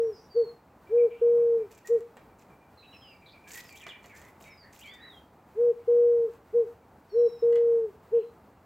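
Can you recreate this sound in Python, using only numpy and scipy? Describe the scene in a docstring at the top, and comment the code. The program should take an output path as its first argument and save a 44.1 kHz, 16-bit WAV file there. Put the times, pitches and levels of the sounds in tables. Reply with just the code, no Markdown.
"""A dove close by repeats its three-note coo in a garden: a gliding, fluttering, nearly pure tone.
Further off, small birds whistle in bowed glides and chatter in pips and hoarse chirps.
Something dry rustles, as showers of tiny snaps, and ticks, as cracks with short rings.
Scattered reflections and a few echoes return over a low outdoor hush of filtered noise."""
import sys
import numpy as np
from scipy import signal
from scipy.fft import rfft, irfft, next_fast_len
from scipy.io import wavfile
from scipy.ndimage import uniform_filter1d

SR = 44100
rng = np.random.default_rng(int(sys.argv[2]) if len(sys.argv) > 2 else 0)


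def wav_out(sig):
    """Save sig, one row per channel (or a flat mono array), as 16-bit PCM at SR to the path in sys.argv[1]."""
    wavfile.write(sys.argv[1], SR, np.round(np.clip(np.atleast_2d(sig).T, -1, 1) * 32767).astype(np.int16))


N = 381465  # length in samples

OPENING, LONG, CLOSING = "opening", "long", "closing"  # the three notes of the coo
PIP_S, PIP_START_HZ, PIP_END_HZ, PIP_ROUGH = .055, 2415, 2301, .3


def gain_of(db):
    """Decibels to amplitude."""
    return 10 ** (np.asarray(db) / 20)


def evened(x):
    """Scales to rms 1."""
    return x / np.sqrt(np.mean(x ** 2) + 1e-20)


def read(points, hz):
    """Reads a table of values against frequency on a log-frequency axis."""
    f, value = np.transpose(points)
    return np.interp(np.log(hz + 1), np.log(f + 1), value)


def add(mix, s, sound):
    """Mixes a sound in at time s; it may have begun before the start."""
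    at = round(s * SR)
    sound = sound[max(-at, 0):]
    part = mix[max(at, 0):][:len(sound)]
    part += sound[:len(part)]


def coloured(x, spectrum):
    """Filters x by a spectrum in dB, then scales to rms 1."""
    size = next_fast_len(x.shape[-1])
    shape = gain_of(read(spectrum, np.fft.rfftfreq(size, 1 / SR)))
    filtered = irfft(rfft(x, size) * shape, size)
    return evened(filtered[..., :x.shape[-1]])


def wander(size, hz):
    """Random motion of rms about 1, mostly slower than hz."""
    lowpass = signal.butter(2, hz, fs=SR, output="sos")
    # the extra quarter second lets the filter settle
    slow = signal.sosfilt(lowpass, rng.standard_normal(size + SR // 4))
    return evened(slow)[-size:]


def envelope(t, attack_s, release_s):
    """A soft attack, a hold and a soft release."""
    rise = np.clip(t / attack_s, 0, 1)
    fall = np.clip((t[-1] - t) / release_s, 0, 1)
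    return (np.sin(np.pi / 2 * rise) * np.sin(np.pi / 2 * fall)) ** 2


def diffuse(spectrum):
    """Noise from all around, nearly alike at two close microphones."""
    # Likeness of left and right. Each row: frequency in Hz, correlation 0-1.
    likeness = [(40, .998), (150, .994), (500, .99), (1500, .965), (5000, .94), (14000, .8)]
    a, b = rfft(rng.standard_normal((2, next_fast_len(N))))
    same = np.clip(read(likeness, np.linspace(0, SR / 2, len(a))), -1, 1)
    right = same * a + np.sqrt(1 - same ** 2) * b
    return coloured(irfft(np.array([a, right]))[:, :N], spectrum)


def outdoors(hush_db=-57, swell_db=1.0, hiss_db=-74.5):
    """A low far-off hush that swells slightly, and a faint steady hiss over it."""
    # Spectrum of the far-off hush. Each row: frequency in Hz, relative level in dB per Hz.
    hush_colour = [(15, -46), (30, -22), (48, -5), (85, 1.5), (125, -2), (200, -.5), (330, -4), (600, -5.5),
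                   (850, -4), (1500, -13), (2000, -19.5), (3000, -28), (5000, -33), (8000, -32.5),
                   (10000, -35), (15500, -29.5)]
    # Spectrum of the faint hiss. Each row: frequency in Hz, relative level in dB per Hz.
    hiss_colour = [(1000, -8.5), (2000, 4.5), (2800, 0), (3500, -6), (4300, -3), (6000, -10), (8000, -9.5),
                   (10000, -23), (15000, -15)]
    swell = gain_of(hush_db + swell_db * wander(N, hz=5))
    return swell * diffuse(hush_colour) + gain_of(hiss_db) * diffuse(hiss_colour)


def taps(snap_db=1, body_t60=0.21, snap_t60=0.053):
    """Each tap is a sharp crack, a bright snap and a dull woody body with a few short rings."""
    # Dry ticks and taps. Each row: start in seconds, crack peak in dB, dull body in dB,
    # bright snap in dB (before snap_db).
    tap_rows = [(1.778, -49, -78, -62), (1.873, -34, -62, -46.5), (2.007, -45.5, -68, -71.5),
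                (2.169, -39, -54, -61), (3.517, -46, -61, -44.5), (3.535, -37, -58, -46),
                (3.726, -49, -68, -56), (3.867, -29.5, -46.5, -62), (4.042, -58, -54, -70),
                (4.216, -46, -58, -61), (7.526, -51, -54.5, -67.5), (7.556, -45, -48.5, -60.5)]
    # Rings of a tap. Each row: frequency in Hz (before detuning), level over the body in dB,
    # t60 in seconds.
    modes = [(1550, -4, .05), (1990, 0.5, 0.091), (2910, -2.5, 0.071), (3330, -6, 0.054), (4190, -8, 0.041)]
    # Spectrum of the dull body. Each row: frequency in Hz, relative level in dB per Hz.
    body_colour = [(100, -18), (400, 2.5), (1000, 2.5), (1500, -5.5), (2000, 0.5), (2500, -8.5),
                   (3200, -12), (5000, -17.5), (9000, -32.5)]
    # Spectrum of the bright snap. Each row: frequency in Hz, relative level in dB per Hz.
    snap_colour = [(2000, -18), (4000, -14), (7500, 12.5), (10000, -12), (13000, -5.5), (16000, -0.5)]
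    out, t = np.zeros(N), np.arange(SR // 5) / SR
    for s, peak, body, snap in tap_rows:
        dull = gain_of(body) * coloured(rng.standard_normal(len(t)), body_colour)
        bright = gain_of(snap + snap_db) * coloured(rng.standard_normal(len(t)), snap_colour)
        crack = (dull + bright) * np.exp(-t / .0006)
        rings = np.zeros(len(t))
        for hz, db, t60 in modes:
            detune = rng.uniform(0.94, 1.04)
            rings += gain_of(body + db - 60 * t / t60) * np.sin(2 * np.pi * hz * detune * t)
        fading = dull * gain_of(-60 * t / body_t60) + bright * gain_of(-60 * t / snap_t60)
        add(out, s, fading + rings + gain_of(peak) * crack / abs(crack).max())
    return out


def rustle(level_db=-1.0, grains_per_s=340, spread_db=3.0, ragged_db=1.65, ragged_hz=45, brush=0.58):
    """Each brush swells and dies away raggedly: many tiny snaps in three bands over a soft hiss."""
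    # Brushes of something dry. Each row: start in seconds, length in seconds,
    # level in dB (before level_db and the fall).
    brushes = [(1.704, 0.068, -57.5), (1.769, 0.037, -58), (1.849, .06, -57), (1.9, 0.11, -67.5),
               (2.38, 0.071, -62), (3.47, 0.088, -50.5), (3.535, 0.091, -45), (3.627, 0.12, -58),
               (3.749, 0.11, -56), (3.869, 0.073, -60), (4.025, 0.097, -62), (4.14, 0.18, -60),
               (4.398, 0.11, -58.5), (4.719, 0.1, -58), (4.788, .12, -59.5), (4.929, .04, -58.5),
               (6.29, 0.1, -73)]
    # Pitch ranges of the tiny snaps. Each row: low edge in Hz, high edge in Hz.
    bands = [(1500, 5000), (5000, 9000), (9000, 16000)]
    # Spectrum of the rustle. Each row: frequency in Hz, relative level in dB per Hz.
    rustle_colour = [(1470, -11), (2500, -3), (2760, -8), (3600, -12), (4070, -10.5), (5370, -11.5),
                     (7320, -6.5), (9300, -17.5), (14000, -12), (15900, -15)]
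    attack_s, release_s, fall_db = .012, .025, -5.5
    level, grains = np.zeros(N), np.zeros(N)
    for s, length, db in brushes:
        t = np.arange(0, length, 1 / SR)
        add(level, s, gain_of(db + fall_db * t / length) * envelope(t, attack_s, release_s))
    for band in bands:
        strength = gain_of(spread_db * np.minimum(rng.exponential(1, N), 3.4))
        snaps = (rng.random(N) < grains_per_s / SR) * strength
        # each snap dies with a 0.9 ms time constant
        decays = signal.lfilter([1], [1, -np.exp(-1 / (0.0009 * SR))], snaps)
        bursts = decays * rng.standard_normal(N)
        grains += signal.sosfilt(signal.butter(2, band, "bandpass", fs=SR, output="sos"), bursts)
    level *= gain_of(level_db + ragged_db * wander(N, hz=ragged_hz))
    return level * coloured(evened(grains) + brush * rng.standard_normal(N), rustle_colour)


def chirp(length, start_hz, end_hz, rough, rasp=.085, rasp_hz=380, rasp_depth=0.57, edge_share=0.15):
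    """A quick glide; in a hoarse one pitch and loudness shake fast enough to smear the line."""
    t = np.arange(0, max(length, .01), 1 / SR)
    glide = np.linspace(start_hz, end_hz, len(t))
    hz = glide * (1 + rasp * rough * wander(len(t), rasp_hz))
    edge_s = edge_share * length
    loudness = envelope(t, edge_s, edge_s) * (1 + rasp_depth * rough * wander(len(t), rasp_hz))
    return evened(loudness * np.sin(2 * np.pi * np.cumsum(hz) / SR))


def chatter(far_db=-80, far_low_hz=2300, far_high_hz=2900, far_rough=0.34, count=30):
    """The pips, the hoarse chirps and a random scatter of faint pips from birds further off."""
    # A small bird repeats one falling pip. Each row: start in seconds, level in dB.
    pip_rows = [(.865, -64.5), (.972, -56.5), (1.105, -58), (1.25, -71), (1.37, -73), (1.59, -69.5),
                (1.74, -70), (2.17, -70), (2.285, -72), (2.495, -66), (2.605, -67.5), (3.11, -63.5),
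                (3.215, -60), (3.33, -59), (3.435, -59), (3.705, -54), (3.824, -53), (3.915, -52.5)]
    # Hoarse chirps. Each row: start in seconds, length in seconds, start pitch in Hz,
    # end pitch in Hz, level in dB, roughness (0 is smooth, about 1 is hoarsest).
    chirp_rows = [(0.119, .09, 5200, 4870, -63, .2), (.134, 0.15, 5450, 5700, -70.5, .6),
                  (1.089, 0.14, 2850, 2850, -70, 0.89), (1.845, .047, 1880, 1903, -52.5, .08),
                  (2.77, 0.076, 4200, 3900, -62, 0.22), (2.823, .044, 2545, 2650, -61, 0.73),
                  (2.923, .05, 2950, 2530, -57.5, 0.53), (3.008, .135, 3276, 2556, -60, .28),
                  (3.256, 0.052, 4100, 3590, -60.5, 0.7), (3.284, .065, 3780, 4420, -66, 1),
                  (3.45, 0.15, 1598, 1960, -62, .45), (3.55, 0.049, 1884, 1950, -49, 0.36),
                  (3.64, .085, 5500, 4270, -64.5, .3), (3.78, 0.22, 1990, 1893, -62.5, .9),
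                  (3.757, 0.0253, 2930, 3640, -59.5, 0.76), (3.802, 0.032, 3360, 2640, -56.5, .65),
                  (3.885, 0.039, 3700, 2700, -48.5, 0.4), (4.086, .097, 2330, 2095, -57.5, 0.84),
                  (4.111, .21, 1644, 2140, -62, 0.71), (4.44, .11, 2390, 2100, -57.5, 0.62),
                  (4.62, .1, 1870, 1897, -61.5, 0.74), (4.808, 0.034, 2520, 3420, -55.5, .7),
                  (4.832, 0.08, 2390, 2154, -53, 0.48), (4.9, .12, 1990, 1907, -60, .75),
                  (4.999, 0.101, 1908, 1880, -56.5, .7), (8.129, .12, 2695, 2730, -70.5, 1.03)]
    out = np.zeros(N)
    for s, db in pip_rows:
        add(out, s, gain_of(db) * chirp(PIP_S, PIP_START_HZ, PIP_END_HZ, PIP_ROUGH))
    for s, length, start_hz, end_hz, db, rough in chirp_rows:
        add(out, s, gain_of(db) * chirp(length, start_hz, end_hz, rough))
    for when, pitch in rng.random((count, 2)):
        hz = far_low_hz + pitch * (far_high_hz - far_low_hz)
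        far_pip = chirp(PIP_S, hz, hz * PIP_END_HZ / PIP_START_HZ, far_rough)
        add(out, when * N / SR, gain_of(far_db) * far_pip)
    return out


def whistles(jitter=0.0034, edge_share=0.22):
    """Nearly pure tones that swell and fade along a bowed glide."""
    # A songbird's thin whistles, some two at once. Each row: start in seconds, length in seconds,
    # start pitch in Hz, end pitch in Hz, bow of the glide in Hz, level in dB.
    whistle_rows = [(0, .13, 5610, 5600, -0.5, -72.5), (.28, 0.26, 4790, 4200, -79.5, -60.5),
                    (2.85, 0.13, 3850, 4030, 1, -65), (2.91, .27, 5550, 4810, -110, -67),
                    (4.4, .19, 3780, 3770, 0, -77), (4.495, 0.064, 5600, 5080, -120, -66),
                    (4.563, 0.097, 5080, 4320, -2, -63), (4.839, .14, 2840, 3640, 171, -57),
                    (4.84, .13, 4070, 4900, 150, -71), (5.0, .14, 3765, 3450, 320.5, -57.5),
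                    (5.119, .085, 3450, 3174, -60.5, -62), (7.069, .41, 5540, 5260, 40.5, -68),
                    (7.09, .06, 4600, 4150, 0, -69), (7.128, 0.34, 4150, 3835, -80, -72.5),
                    (8.168, .17, 4120, 4070, 1, -82)]
    out = np.zeros(N)
    for s, length, start_hz, end_hz, bow_hz, db in whistle_rows:
        t = np.arange(0, length, 1 / SR)
        hz = np.linspace(start_hz, end_hz, len(t)) + bow_hz * np.sin(np.pi * t / length)
        phase = 2 * np.pi * np.cumsum(hz * (1 + jitter * wander(len(t), hz=200))) / SR
        edge_s = edge_share * length
        add(out, s, gain_of(db) * evened(envelope(t, edge_s, edge_s) * np.sin(phase)))
    return out


def dove(flutter=.03, flutter_hz=82, air_db=-41, octave_db=-48, hz_per_db=3, threshold=.02):
    """Effort swells, holds and dies, and pitch follows it; the swollen throat passes almost only the fundamental."""
    # Coos, timed from about half loudness to half loudness. 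Each row: note, start in seconds,
    # length in seconds, fall time in seconds, level in dB at full effort, base pitch in Hz.
    coos = [(LONG, -.31, 0.4064, 0.02, -20.5, 470.3), (CLOSING, .363, 0.063, .0105, -19.5, 476.5),
            (OPENING, 0.9283, .142, .0073, -19, 471), (LONG, 1.2184, 0.4, .0215, -19.5, 471.4),
            (CLOSING, 1.904, .067, 0.0093, -19.5, 474), (OPENING, 5.587, 0.13, .0045, -20.5, 472.6),
            (LONG, 5.881, 0.39, .0127, -19.4, 475.7), (CLOSING, 6.547, 0.076, .0125, -19.3, 478),
            (OPENING, 7.154, .124, .0045, -19.3, 470), (LONG, 7.427, 0.43, .021, -20, 468.8),
            (CLOSING, 8.133, 0.062, 0.0108, -19, 473)]
    # Shape of each note. Each entry: rise time in seconds, share of effort lost by the end,
    # sag of pitch in Hz, arch of pitch in Hz.
    note_shapes = {OPENING: (.0108, .02, 4, 10), LONG: (0.0022, .46, -0.5, 3), CLOSING: (.0058, -.07, 6, 0)}
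    # Spectrum of the breath noise. Each row: frequency in Hz, relative level in dB per Hz.
    air_colour = [(60, -10), (120, -1), (200, 9), (300, 0), (400, -2), (570, -2), (690, -8.5), (850, .5),
                  (1500, -12), (4000, -34.5)]
    tone, effort = np.zeros(N), np.zeros(N)
    for note, s, length, fall_s, db, base_hz in coos:
        rise_s, droop, sag_hz, arch_hz = note_shapes[note]
        t = np.arange(-4 * rise_s, length + 4 * fall_s, 1 / SR)
        along = np.clip(t / length, 0, 1)
        rise, fall = 1 + np.exp(-t / rise_s), 1 + np.exp((t - length) / fall_s)
        push = (1 - droop * along ** 2) / rise / fall
        # below this share of full effort the voice stops
        push = np.maximum(push - threshold, 0) / (1 - threshold)
        effort_hz = hz_per_db * 20 * np.log10(push + 1e-3)
        hz = base_hz + effort_hz - sag_hz * along + arch_hz * np.sin(np.pi * along)
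        level = np.sqrt(2) * gain_of(db) * push
        # a quick, uneven flutter of the membranes shakes loudness and pitch together
        shake = 2 * np.pi * np.cumsum(flutter_hz * (1 + .3 * wander(len(t), hz=30.6))) / SR
        phase = 2 * np.pi * np.cumsum(hz) / SR + flutter * np.sin(shake)
        unsteady = 1 + flutter * np.cos(shake) + .025 * wander(len(t), hz=50)
        voice = np.sin(phase) + gain_of(octave_db) * np.sin(2 * phase)
        add(tone, s + t[0], level * unsteady * voice)
        add(effort, s + t[0], level)
    air = coloured(rng.standard_normal(N), air_colour)
    return tone + gain_of(air_db) * effort * air


def walls(x):
    """A few distinct echoes; they beat against the gliding end of each note."""
    # Echoes of the coo. Each row: delay in seconds, level in dB below the direct sound's 0.
    echo_rows = [(0.049, -31), (.075, -33), (.105, -30)]
    out = x.copy()
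    for delay_s, db in echo_rows:
        add(out, delay_s, gain_of(db) * x)
    return out


def garden(x, wet_db, left_db, width, delay_s):
    """Places a source: direct sound plus scattered reflections, each band dying at its own speed."""
    # Decay of the reflections. Each row: frequency in Hz, t60 in seconds.
    decay = [(300, .36), (600, .36), (2500, .33), (6000, .28), (14000, .2)]
    size = SR * 3 // 5
    hits = rng.random(size) < 2000 / SR  # about 2000 reflections a second
    scatter = rng.standard_normal((2, size)) * hits * (np.arange(size) > delay_s * SR)
    hz, t, z = signal.stft(scatter, SR, nperseg=256)
    fading = z * gain_of(-60 * t / read(decay, hz)[:, None])
    tail = signal.istft(fading, SR, nperseg=256)[1]
    tail = tail / np.linalg.norm(tail[0])
    mid, side = gain_of(wet_db) * signal.oaconvolve(x[None], tail, axes=1)[:, :N]
    placed = np.array([x + mid + width * side, x + mid - width * side])
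    return placed * gain_of([[left_db / 2], [-left_db / 2]])


def scene():
    """The hush, the rustling and taps, the farther birds and the near dove."""
    dry_stuff = garden(rustle() + taps(), wet_db=-8.5, left_db=-1.0, width=.6, delay_s=.003)
    birds = garden(whistles() + chatter(), wet_db=-6, left_db=-.9, width=.35, delay_s=.003)
    near_dove = garden(walls(dove()), wet_db=-25, left_db=0.63, width=.25, delay_s=.025)
    return outdoors() + dry_stuff + birds + near_dove


def running_db(x, sense_s=.2):
    """Level of a stereo sound, averaged over sense_s."""
    power = uniform_filter1d((x ** 2).mean(0), int(sense_s * SR))
    return 10 * np.log10(abs(power) + 1e-12)


def record(dry):
    """A noise suppressor dulls the quiet moments and opens for loud or bright sounds; then the band limit."""
    suppress_db, suppress_above_hz, edge_hz = -3, 1500, 15900
    quiet_db, quiet_treble_db, knee_db = -50.5, -68.5, 9.5
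    highpass = signal.butter(2, suppress_above_hz, "highpass", fs=SR, output="sos")
    treble = signal.sosfiltfilt(highpass, dry)
    over_db = np.maximum(running_db(dry) - quiet_db, running_db(treble) - quiet_treble_db)
    shut = 1 - np.clip(over_db / knee_db, 0, 1)  # 1 in quiet, 0 when fully open
    out = dry + treble * (gain_of(suppress_db * shut) - 1)
    lowpass = signal.firwin(511, edge_hz, window=("kaiser", 9), fs=SR)
    return signal.oaconvolve(out, lowpass[None], "same")


dry = scene()
out = record(dry)
wav_out(out)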